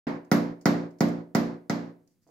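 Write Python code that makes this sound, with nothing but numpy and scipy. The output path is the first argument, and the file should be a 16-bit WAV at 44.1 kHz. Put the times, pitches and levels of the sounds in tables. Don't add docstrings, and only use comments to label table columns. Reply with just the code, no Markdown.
import sys
import numpy as np
from scipy import signal
from scipy.fft import rfft, irfft
from scipy.io import wavfile

SR = 44100
rng = np.random.default_rng(int(sys.argv[2]) if len(sys.argv) > 2 else 0)


def master_out(mix):
    frames = np.transpose(np.atleast_2d(mix))
    ceiling = np.clip(frames, -1, 1)
    pcm = np.round(ceiling * 32767).astype(np.int16)
    wavfile.write(sys.argv[1], SR, pcm)


def level_to_linear(level):
    exponent = np.asarray(level, float) / 20
    return 10 ** exponent


N = 101429
LEAD = 4410

# t/s, blow level/dB, lid ring level/dB, beak click level/dB, bright edge level/dB
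KNOCKS = [
    (-.035, -16.5, -10, -27, -24),
    (0.315, -17, -14.5, -26.5, -22.5),
    (.656, -17, -14.5, -26, -26.5),
    (1.006, -18, -18.5, -30.5, -29.5),
    (1.349, -19.5, -17, -28.5, -27),
    (1.6969, -24, -21.5, -32, -35.5),
]
# t/s, level/dB, length/s
TICKS = [(.246, -58.5, 0.0082), (.609, -48.5, .014), (.905, -59.5, 0.011), (0.984, -50.5, 0.011),
         (1.081, -47.5, 0.012), (2.074, -53, .006), (2.093, -65, 0.063), (2.215, -60.5, .015),
         (2.225, -57.5, .025), (2.267, -57.5, 0.049), (2.272, -54, 0.011)]
# t/s, level/dB
STEPS = [
    (2.2671, -39),
    (2.29, -36.5),
]

# f/Hz, level/dB, t60/s
LID_BODY = [(189.8, -25.5, .06), (288, -6.5, .04), (392, -12.5, 0.12), (475, -11.5, .05),
            (672, -8.5, 0.082), (882, -15, 0.041)]
LID_UPPER_RING = [(920, -23, 0.01), (1170, -22, 0.0083), (1370, 4, 0.012), (1970, -7, 0.037),
                  (2150, -15.5, 0.06), (3190, -23, 0.005)]
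BEAK_CLICK = [(4750, -5, 0.019), (4940, -7.5, 0.031), (6170, -10, 0.032), (6670, 0, 0.0076),
              (6950, -14.5, .01)]

# f/Hz, level/dB
BEAK_SCRAPE = [(300, -25), (1000, -16.5), (2000, -10.5), (3200, -0.5), (5200, 16), (7500, 1), (9000, -13),
               (14000, -28.5)]
BRIGHT_EDGE = [(5000, -38.5), (8600, -8), (11800, 1), (13500, -12.5), (15200, 2.5)]
CLAW = [(500, -22), (1500, -13), (1950, -4), (2600, -16), (3900, -16), (4700, 0), (7300, -3), (9000, -14)]
FLOOR_SHAKE = [(20, -2.5), (40, -6.5), (65, -3.5), (100, -3.5), (140, -24.5), (400, -63.5)]
HUSH = [(25, -17), (60, -20), (100, -6), (160, -1.5), (400, -21.5), (900, -30), (3000, -35), (16000, -33.5)]

WAVE_HZ = [113, 135, 170, 203, 231.5, 258, 287, 332, 361, 399, 490, 516, 576, 674, 711]
# level/dB, t60/s, left over right level/dB
WAVES = [(-11, .8, -4), (-14.5, 0.61, -7.5), (-5.5, 0.8, -2.5), (1.5, .25, 3), (0, 0.55, -3),
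         (-11.5, 0.78, 8.5), (-2.5, 0.76, 1), (-11, .5, -9.5), (-13, 0.96, 8.5), (-12.5, 0.39, -1),
         (-15, 0.81, 4), (-15, 0.74, -9), (-11.5, .3, -3.5), (-14, .45, 0.5), (-14.5, 0.58, -5)]
# t/s, level/dB
WALLS = [(.0027, -6), (.0062, -8), (.0092, -3.5), (.0175, -10)]

# f/Hz, t60/s
ECHO_T60 = [(100, 1), (300, 0.99), (1000, 0.56), (2500, 0.5), (5000, 0.42), (9000, 0.37), (16000, 0.2)]
# f/Hz, share/0-1
ECHO_LIKENESS = [(60, 1), (300, 1), (700, 0.04), (1500, 0), (16000, 0.5)]
# f/Hz, share/0-1
ECHO_REPEAT = [(300, .95), (1000, .8), (4000, .4)]
ECHO_SHAPE = (700, 129, 4)
# f/Hz, level/dB
BLOW_ECHO = [(100, -14.5), (170, -2.5), (260, -3), (450, 8.5), (750, 0), (1100, -15.5), (2000, -38),
             (16000, -92)]
RING_ECHO = [(300, -45.5), (800, 2), (1400, -3.5), (2000, -5), (2600, -14.5), (3300, -20.5), (5000, -21.5),
             (16000, -71)]
CLICK_ECHO = [(1500, -37.5), (3200, -9), (4300, -2.5), (5500, -5), (7400, -11.5), (8600, -28.5),
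              (16000, -47.5)]
EDGE_ECHO = [(6000, -50.5), (8600, -24), (11000, -19), (13000, -11.5), (16000, -24)]

PAN_DB, LAG_S = -1.5, -.00005
BLOW_S, BEND_S = 0.00084, .0014


def read(points, hz):
    f, value = np.transpose(points)
    return np.interp(np.log(hz + 1), np.log(f + 1), value)


def add(mix, s, sound):
    part = mix[..., LEAD + round(s * SR):][..., :sound.shape[-1]]
    part += sound[..., :part.shape[-1]]


def ring(modes, wobble_db=0., size=12000):
    t = np.arange(size) / SR
    hz, db, t60 = np.transpose(modes)[:3, :, None]
    return level_to_linear(db + wobble_db - 60 * t / t60) * np.sin(2 * np.pi * hz * t)


def colour(x, table):
    gain = level_to_linear(read(table, np.fft.rfftfreq(x.shape[-1], 1 / SR)))
    return irfft(rfft(x) * gain, x.shape[-1])


def grit(table, t60, size=4096):
    x = colour(rng.standard_normal((2, size)), table)
    return x / x.std() * level_to_linear(-60 * np.arange(size) / SR / t60)


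def rise(size, seconds):
    return np.minimum(np.arange(size) / SR / seconds, 1)


def hush():
    x = colour(rng.standard_normal((3, N + 1)), HUSH)[:, :N]
    return level_to_linear(-78.5) * (x[:2] + 1.3 * x[2]) / x.std()


def shake():
    out = np.zeros((2, N + LEAD))
    for s, blow_db, *_ in KNOCKS:
        rumble = grit(FLOOR_SHAKE, t60=1, size=SR) * rise(SR, 0.01)
        both_ears = rumble + .4 * rumble[::-1]
        add(out, s, level_to_linear(blow_db - 38) * both_ears)
    return out[:, LEAD:]


def echo(room, parts):
    early_db, early_t60, swell_s = -12.5, 0.21, 0.0048
    hz = np.fft.rfftfreq(256, 1 / SR)[:, None]
    t = np.arange(700) * 64 / SR
    again = read(ECHO_REPEAT, hz)
    fresh = np.sqrt(1 - again ** 2) * rng.standard_normal(ECHO_SHAPE).T
    a, b, c, d = again * room + fresh
    same = np.clip(read(ECHO_LIKENESS, hz), 0, 1)
    first, second = a + 1j * b, c + 1j * d
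    ears = np.array([first, same * first + np.sqrt(1 - same ** 2) * second])
    size = np.sqrt(sum(level_to_linear(read(table, hz) + db) ** 2 for table, db in parts))
    decay = level_to_linear(-60 * t / read(ECHO_T60, hz)) + level_to_linear(early_db - 60 * t / early_t60)
    tail = signal.istft(ears * size * decay, nperseg=256, noverlap=192)[1]
    return tail * rise(tail.shape[1], swell_s) ** 2 / 10


def standing_waves(push):
    db, t60, lean_db = np.transpose(WAVES)
    wobble_db = 1.2 * rng.standard_normal((len(db), 1))
    modes = ring(np.transpose([WAVE_HZ, db, t60]), wobble_db, size=SR)
    ears = level_to_linear(np.outer([.5, -.5], lean_db)) @ modes
    return signal.fftconvolve(push[None], level_to_linear(-2.5) * ears, axes=1)


def arrivals(near):
    dull_db_per_khz, ear_s = -1, 0.00025
    hz = np.fft.rfftfreq(len(near), 1 / SR)
    side = np.array([[.5], [-.5]])
    path = level_to_linear(PAN_DB * side) * np.exp(-2j * np.pi * hz * LAG_S * side)
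    for k, (s, db) in enumerate(WALLS):
        delay = s + ear_s * side * (-1) ** k
        path = path + level_to_linear(db + dull_db_per_khz * hz / 1000) * np.exp(-2j * np.pi * hz * delay)
    return irfft(rfft(near) * path, len(near))


def tick(db, length):
    burst = grit(CLAW, t60=6 * length)
    return level_to_linear(db) * burst * rise(4096, 0.34 * length)


def step(db):
    return level_to_linear(db) * ring(LID_BODY[1:]).sum(0)


def scrape(click_db, edge_db):
    rough = level_to_linear(click_db - 1.5) * grit(BEAK_SCRAPE, t60=0.045)
    return rough + level_to_linear(edge_db - 9.5) * grit(BRIGHT_EDGE, t60=0.093)


def blow(blow_db):
    t = np.arange(400) / SR
    push = np.sin(np.pi * np.clip((t - BEND_S) / BLOW_S, 0, 1)) ** 2
    return level_to_linear(blow_db) * push / push.sum()


def struck(modes):
    return ring(modes, 1.2 * rng.standard_normal((len(modes), 1))).sum(0)


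def knock(push, ring_db, click_db):
    rebound_s, rebound_db = 0.011, -11
    t = np.arange(12000) / SR
    body = signal.fftconvolve(struck(LID_BODY), push)[:len(t)]
    upper = level_to_linear(ring_db) * struck(LID_UPPER_RING) * rise(len(t), BLOW_S + BEND_S)
    rebound = level_to_linear(rebound_db) * np.interp(t - rebound_s, t, upper, left=0)
    click = level_to_linear(click_db) * struck(BEAK_CLICK)
    return body + upper - rebound + click


def scene():
    near = np.zeros(N + LEAD + 1)
    mix = np.zeros((2, N + LEAD + 1))
    room = rng.standard_normal(ECHO_SHAPE).T
    for s, db, length in TICKS:
        add(mix, s, tick(db, length))
        add(mix, s, echo(room, [(CLAW, db - 7.5)]))
    for s, db in STEPS:
        add(near, s, step(db))
        add(mix, s, echo(room, [(BLOW_ECHO, db)]))
    for s, blow_db, ring_db, click_db, edge_db in KNOCKS:
        push = blow(blow_db)
        add(near, s, knock(push, ring_db, click_db))
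        add(mix, s, scrape(click_db, edge_db))
        add(mix, s, standing_waves(push))
        add(mix, s, echo(room, [(BLOW_ECHO, blow_db), (RING_ECHO, ring_db),
                                (CLICK_ECHO, click_db), (EDGE_ECHO, edge_db)]))
    mix += arrivals(near)
    return mix[:, LEAD:LEAD + N] * level_to_linear([[PAN_DB / 2], [-PAN_DB / 2]])


def low_pass(x):
    return signal.sosfilt(signal.butter(12, 16820, fs=SR, output="sos"), x)


def record(dry):
    hold_s, close_s, sink_db_per_s = .205, .035, -38
    bass_duck_db, duck_db = -6, -4
    start_s, fade_in_s = .0682, .002
    low_cut = signal.butter(6, 137.2, "high", fs=SR, output="sos")
    mic = signal.sosfilt(low_cut, dry) + shake()
    bass = signal.sosfiltfilt(signal.butter(2, 457, fs=SR, output="sos"), mic)
    t = np.arange(N) / SR
    starts = np.array([k[0] for k in KNOCKS])
    since = t - starts[np.searchsorted(starts, t) - 1] - hold_s
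    shut = np.clip(since / close_s, 0, 1)
    sink = level_to_linear(sink_db_per_s * np.clip(since, 0, .3))
    kept = sink * (level_to_linear(bass_duck_db * shut) * bass + level_to_linear(duck_db * shut) * (mic - bass))
    top_cut = signal.butter(12, 15900, fs=SR, output="sos")
    kept = signal.sosfiltfilt(top_cut, kept + hush())
    mix = kept * np.clip((t - start_s) / fade_in_s, 0, 1)
    return low_pass(mix)


dry = scene()
out = record(dry)
master_out(out)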